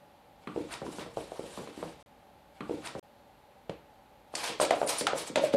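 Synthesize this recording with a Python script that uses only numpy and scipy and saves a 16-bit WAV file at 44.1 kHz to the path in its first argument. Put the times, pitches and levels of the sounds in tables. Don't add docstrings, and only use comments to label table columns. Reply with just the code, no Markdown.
import sys
import numpy as np
from scipy import signal
from scipy.fft import rfft, irfft, next_fast_len
from scipy.io import wavfile
from scipy.ndimage import uniform_filter1d, map_coordinates

SR = 44100
rng = np.random.default_rng(int(sys.argv[2]) if len(sys.argv) > 2 else 0)


def to_wav(s):
    ch = np.atleast_2d(s).T
    pcm = np.round(np.clip(ch, -1, 1) * 32767)
    wavfile.write(sys.argv[1], SR, pcm.astype(np.int16))


N = 245592
TIME = np.arange(N) / SR
AGE = np.arange(16384) / SR

# start in seconds, board level in dB, board pitch in Hz, then thud, toes and
# room send in dB against the board (thud and toes before footfall's trims), and number of paws.
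LANDINGS = [(0.4724, -41, 323, 0.5, 3, 3, 1), (0.5613, -34, 446, -14, -12, 3.5, 2),
            (0.8169, -39.5, 513, 1, -6, 6, 1), (0.865, -42, 340, -5, -3.5, 2.5, 2),
            (0.984, -40.5, 404, 0, -4, 4, 1), (1.062, -47, 520, -2.5, -6, 4.5, 1),
            (1.1711, -32, 550, -13, -10, 0.5, 1), (1.319, -38, 613, -18, -15, -3.5, 1),
            (1.3938, -34.5, 442, -22, -21, -3.5, 1), (1.439, -42, 445, -4, -14, 2.5, 1),
            (1.574, -44, 477, 4, -1, 5.5, 2), (1.673, -47.5, 416, -11, -2.5, 6, 1),
            (1.776, -41.5, 310, -15, -16, 1, 1), (1.827, -35.5, 537, -3.5, -6.5, 1, 1),
            (3.695, -34, 530, -15.5, -12.5, -4, 1), (3.698, -40, 164, -11, -31, -8, 1),
            (4.3382, -39, 630, -4, -3, 1, 1), (4.496, -42.5, 500, 3.5, -5, 8, 1),
            (4.599, -23.5, 596, -24, -2.5, 0.5, 3), (4.7082, -18.5, 650, -26, -8, 0.5, 1),
            (4.815, -23, 617, -27, -8, -1.5, 2), (5.009, -32, 492, 1.5, -7.5, 5, 1),
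            (5.068, -32.5, 800, -22, 8.5, 8, 1), (5.1321, -25.5, 540, -10, -11, -0.5, 1),
            (5.298, -44, 503, 10.5, -12, 5, 1), (5.357, -24, 594, -6.5, -7, 2.5, 2),
            (5.437, -17.5, 585, -19, -29, -2.5, 1), (5.537, -21.5, 530, 1, -19, 5, 1),
            (5.546, -14, 545, -22, -33, 0.5, 1)]
# time in seconds, decay in cycles.
BOARD_RING = [(3.7, 0.43), (4.6, 0.72), (5.15, 0.75), (5.36, 1.78), (5.55, 2.0)]


def paws(gap_s=0.0145, softer_db=-1, pitch_ratio=0.95, softer_toes_db=-5):
    out = np.zeros(N)
    for start, db, hz, thud, toes, wet, count in LANDINGS:
        ring = np.interp(start, *np.transpose(BOARD_RING))
        for k in range(round(count)):
            step = footfall(hz * pitch_ratio ** k, ring, thud, toes + k * softer_toes_db, wet)
            add(out, start + k * gap_s, amp(db + k * softer_db) * step)
    return out


# frequency in Hz, gain in dB.
PUSH_EQ = [(30, -32.5), (70, -5.5), (150, 6.5), (260, 1.5), (500, -6.5), (1500, -55)]
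SCUFF_EQ = [(200, -50), (600, 4.5), (950, 4), (1350, 5.5), (1900, -8), (3000, -10), (8000, -103)]
CLAW_EQ = [(400, -70), (1400, 4), (2200, 7.5), (3200, 4.5), (4200, 1), (5200, -17), (6500, -16),
           (10000, -16), (16000, -36)]


def footfall(hz, ring, thud_db, toes_db, wet_db, firm_db=-6):
    tail = room_tail()
    board = in_room(board_mode(hz, ring), tail, wet_db)
    thud_hz = 249 - 0.5 * thud_db
    thud = in_room(board_mode(thud_hz, ring=0.63), tail, wet_db=-1.5)
    push = in_room(struck(np.exp(-AGE / 0.00011), PUSH_EQ), room_tail(), wet_db=-1.5)
    knock_hz = 935 + 26.5 * max(toes_db - firm_db, 0)
    knock = in_room(board_mode(knock_hz, ring=1.96), tail, wet_db=-4)
    scuff = slips(SCUFF_EQ, decay_s=0.0008, wet_db=-2, rise_s=0.00044)
    tick = slips(CLAW_EQ, decay_s=0.00053, wet_db=-2)
    weight = amp(-1) * thud + amp(-6) * push
    toes = amp(-2) * knock + amp(-4) * scuff + amp(-16) * tick
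    return board + amp(thud_db) * weight + amp(toes_db) * toes


def board_mode(hz, ring, pad_s=0.001):
    cycles = hz * AGE
    loading = 1 - np.exp(-(AGE / pad_s) ** 2)
    return -cycles * np.exp(-cycles / ring) * loading * np.sin(2 * np.pi * cycles)


def slips(eq, decay_s, wet_db, rise_s=0.0019):
    bite = 1 - np.exp(-(AGE / rise_s) ** 2)
    force = rng.standard_normal(len(AGE)) * bite * np.exp(-AGE / decay_s)
    return blow(struck(force, eq)) + amp(wet_db) * blow(struck(room_tail(), eq))


# start in seconds, then rip and zing in dB before their trims.
SNAGS = [(0.4727, -45.5, -74), (0.7373, -45, -44), (0.993, -41.5, -63), (1.674, -51.5, -70),
         (3.694, -43, -55.5), (4.351, -34.5, -30.5), (4.4386, -39, -37), (4.4584, -53, -40),
         (4.6007, -50, -37), (4.6486, -33.5, -37), (4.7059, -25.5, -38), (4.873, -44, -38),
         (4.8896, -35, -43), (5.0076, -32.5, -41), (5.0673, -24, -33), (5.3565, -25, -35)]
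# frequency in Hz, gain in dB.
ZING_EQ = [(2000, -53), (4500, 10), (6500, 4.5), (8000, 6), (9800, 0.5), (11000, -22), (12500, -54),
           (16000, -88)]


def claw_snags(rip_trim_db=-4, zing_trim_db=-3, decay_s=0.003, wet_db=-4):
    out = np.zeros(N)
    for start, rip_db, zing_db in SNAGS:
        rip = amp(rip_db + rip_trim_db) * slips(CLAW_EQ, decay_s, wet_db)
        zing = amp(zing_db + zing_trim_db) * slips(ZING_EQ, decay_s, wet_db)
        add(out, start, rip + zing)
    return out


# centre in seconds, half width in seconds, pitch in Hz, level in dB.
ZIPS = [(.728, 0.0026, 2670, -43.5), (.729, 0.0069, 8700, -47), (4.617, 0.0072, 8400, -32.5),
        (4.873, 0.0041, 9440, -35), (4.893, 0.0035, 9000, -31.5), (4.992, 0.011, 9300, -34.5),
        (5.278, 0.0057, 8160, -41)]


def claw_zips(waver=0.0481, flutter_db=6, wet_db=-8):
    out, middle = np.zeros(N), AGE.mean()
    for centre, half_width, hz, db in ZIPS:
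        phase = 2 * np.pi * np.cumsum(hz * (1 + waver * wobble(2500, AGE))) / SR
        swell = np.exp(-((AGE - middle) / half_width) ** 2 / 2)
        level = amp(db - flutter_db * wobble(594, AGE))
        add(out, centre - middle, level * swell * np.sin(phase))
    return out + amp(wet_db) * signal.fftconvolve(out, room_tail())[:N]


# peak in seconds, rise in seconds, then rustle and hiss in dB before their trims.
SHOVES = [(.44, 0.028, -65, -71), (.63, 0.11, -57, -61), (0.737, 0.035, -45, -50.5),
          (.95, 0.11, -54.5, -53.5), (1.01, 0.021, -44.5, -54), (1.209, 0.076, -55.5, -55.5),
          (1.38, 0.096, -57, -59), (1.549, 0.13, -52, -52), (1.829, 0.11, -55, -57),
          (2.009, 0.027, -67, -66.5), (4.385, .025, -40.5, -43), (4.458, 0.067, -37.5, -42),
          (4.629, 0.022, -33.5, -34), (4.725, 0.013, -38.5, -49), (4.81, 0.11, -58, -50.5),
          (4.899, 0.016, -34, -30), (4.94, 0.045, -37.5, -40), (5, 0.022, -50, -34),
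          (5.203, 0.037, -40, -39.5), (5.278, 0.014, -42, -39), (5.083, 0.007, -36, -53),
          (5.38, 0.017, -32.5, -52), (5.455, .035, -41.5, -45), (5.539, 0.011, -36, -47)]
# frequency in Hz, gain in dB.
RUSTLE_EQ = [(30, -6), (80, -0.5), (200, -10.5), (550, 6.5), (900, 7), (1400, 1), (2000, 0), (3200, 1),
             (4800, -6.5), (7000, -14), (10000, -51), (16000, -54)]
HISS_EQ = [(1500, -31), (4000, 3), (6300, -0.5), (8000, 3), (9200, 1.5), (10300, 0), (11500, -5),
           (13000, -13.5), (15500, -23)]


def rug(rustle_trim_db=1, hiss_trim_db=-1, grip_db=1.86, wet_db=-6):
    rustle = np.sqrt(sum((amp(db) * slide(s, rise, fall_ratio=1.13)) ** 2 for s, rise, db, _ in SHOVES))
    hiss = np.sqrt(sum((amp(db) * slide(s, rise, fall_ratio=0.86)) ** 2 for s, rise, _, db in SHOVES))
    grip = amp(grip_db * wobble(70))
    pile = coloured(folds(fibres(per_s=3000, spread_db=1.83, rub=1), depth_db=2), RUSTLE_EQ)
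    backing = coloured(folds(fibres(per_s=4000, spread_db=1.8, rub=2), depth_db=2.5), HISS_EQ)
    swish = grip * (amp(rustle_trim_db) * rustle * pile + amp(hiss_trim_db) * hiss * backing)
    return swish + amp(wet_db) * signal.fftconvolve(swish, room_tail())[:N]


def slide(peak_s, rise_s, fall_ratio, shape=1.71):
    span = rise_s * np.where(TIME < peak_s, 1, fall_ratio)
    return np.exp(-np.minimum(np.abs((TIME - peak_s) / span) ** shape, 20))


def fibres(per_s, spread_db, rub):
    flicks = (rng.random(N) < per_s / SR) * rng.standard_normal(N)
    flicks *= amp(spread_db * np.clip(rng.standard_normal(N), -2, 2))
    return unit(flicks) + rub * rng.standard_normal(N)


def folds(rub, depth_db):
    bands = signal.stft(rub, nperseg=256)[2]
    patches = uniform_filter1d(rng.standard_normal(bands.shape), size=5, axis=0)
    patches = uniform_filter1d(patches, size=5, axis=1)
    return signal.istft(bands * amp(depth_db * unit(patches)), nperseg=256)[1][:N]


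# frequency in Hz, seconds to fall by 60 dB.
ROOM_DECAY = [(100, 0.77), (260, 0.41), (600, 0.29), (1800, 0.42), (5000, 0.38), (12000, 0.13)]
# centre in Hz, width in Hz, added resonance in dB.
STANDING_WAVES = [(160, 24, -10), (304.3, 34, 6.5), (464, 27, -0.5), (549, 10, 1)]


def room_tail(gap_s=0.0046, build_s=0.0021):
    hz, t, bands = signal.stft(rng.standard_normal(len(AGE)), SR, nperseg=256)
    decay = amp(-60 * t / along(ROOM_DECAY, hz)[:, None])
    tail = signal.istft(bands * decay, SR, nperseg=256)[1][:len(AGE)]
    tail *= np.clip((AGE - gap_s) / build_s, 0, 1)
    f = np.fft.rfftfreq(len(AGE), 1 / SR)
    resonance = sum(amp(db) * 1j * f * width / (centre ** 2 - f ** 2 + 1j * f * width)
                    for centre, width, db in STANDING_WAVES)
    tail = irfft(rfft(tail) * (1 + resonance))
    return tail / np.linalg.norm(tail)


def in_room(hit, tail, wet_db):
    return blow(hit) + amp(wet_db) * blow(signal.fftconvolve(hit, tail)[:len(hit)])


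# frequency in Hz, side against middle in dB.
WIDTH = [(1500, -79), (3000, -52.5), (5000, -25), (8000, -18), (12000, -7), (15000, 4)]


def stereo_scatter(middle, span_s=0.0025):
    scatter = rng.standard_normal(len(AGE)) * AGE * np.exp(-AGE / span_s)
    side = signal.fftconvolve(middle, scatter / np.linalg.norm(scatter))[:N]
    side = equalised(side, WIDTH)
    return np.array([middle + side, middle - side])


# frequency in Hz, gain in dB.
ROOM_TONE_EQ = [(20, -19), (49, -4.5), (120, -7.5), (250, -5.5), (360, -9.5), (560, -7), (690, -7),
                (820, -5.5), (1150, -14), (2000, -18), (4300, -23), (5300, -30), (9000, -33), (12500, -29),
                (15600, -37)]
# centre in Hz, width in Hz, rms level in dB.
WHIR_BANDS = [(574, 33, -67.5), (779, 26, -67), (851, 34, -67.5)]


def room_tone(level_db=-60, air_db=-81):
    bed = amp(level_db) * coloured(rng.standard_normal(N), ROOM_TONE_EQ)
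    for centre, width, db in WHIR_BANDS:
        whir = filtered(rng.standard_normal(N), lambda hz: 1 / (1 + ((hz - centre) / width * 2) ** 2))
        bed += amp(db) * unit(whir)
    air_eq = [(2000, -48), (5000, -24.5), (8000, -2), (12500, 1), (16000, 1)]
    air = coloured(rng.standard_normal(N), air_eq)
    return bed + amp(air_db) * np.array([air, -air])


def amp(db):
    return 10 ** (np.asarray(db) / 20)


def unit(x):
    return x / np.sqrt(np.mean(x ** 2) + 1e-20)


def blow(x, contact_s=0.012):
    return x * np.sqrt(contact_s * SR / np.sum(x ** 2))


def along(points, hz):
    freqs, values = np.transpose(points)
    return np.interp(np.log(hz + 1), np.log(freqs + 1), values)


def filtered(x, response):
    size = next_fast_len(N + SR // 2)
    return irfft(rfft(x, size) * response(np.fft.rfftfreq(size, 1 / SR)), size)[..., :N]


def equalised(x, eq):
    return filtered(x, lambda hz: amp(along(eq, hz)))


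def coloured(noise, eq):
    return unit(equalised(noise, eq))


def struck(force, eq, size=4096):
    cepstrum = irfft(np.log(amp(along(eq, np.fft.rfftfreq(size, 1 / SR)))))
    cepstrum[1:size // 2] *= 2
    cepstrum[size // 2 + 1:] = 0
    return signal.fftconvolve(force, irfft(np.exp(rfft(cepstrum))))[:len(force)]


def wobble(rate, t=TIME):
    return map_coordinates(rng.standard_normal(int(t[-1] * rate) + 4), [t * rate])


def add(track, start_s, sound):
    part = track[round(start_s * SR):][:len(sound)]
    part += sound[:len(part)]


# frequency in Hz, gain in dB.
THIN_BASS_EQ = [(30, -5), (70, -11), (130, -5.5), (220, -4), (16000, 1.5)]


def scene(leap_end_s=0.862, leap_again_s=2.1337, thinner_from_s=4.25):
    cat = paws() + claw_snags() + claw_zips() + rug()
    add(cat, leap_again_s, cat[:round(leap_end_s * SR)].copy())
    later = TIME > thinner_from_s
    cat = cat * ~later + struck(cat * later, THIN_BASS_EQ)
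    return stereo_scatter(cat) + room_tone()


# frequency in Hz, gain in dB.
MICROPHONE_EQ = [(15, -18), (28, -24), (45, 0.5), (13500, -1.5), (15700, -7)]
# start in seconds, end in seconds.
SILENCES = [(2.0273, 2.0604), (2.9949, 3.0283)]


def record(dry, top_hz=15700):
    heard = equalised(dry, MICROPHONE_EQ)
    for start, end in SILENCES:
        heard[:, (TIME > start) & (TIME < end)] = 0
    return filtered(heard, lambda hz: hz < top_hz)


dry = scene()
out = record(dry)
to_wav(out)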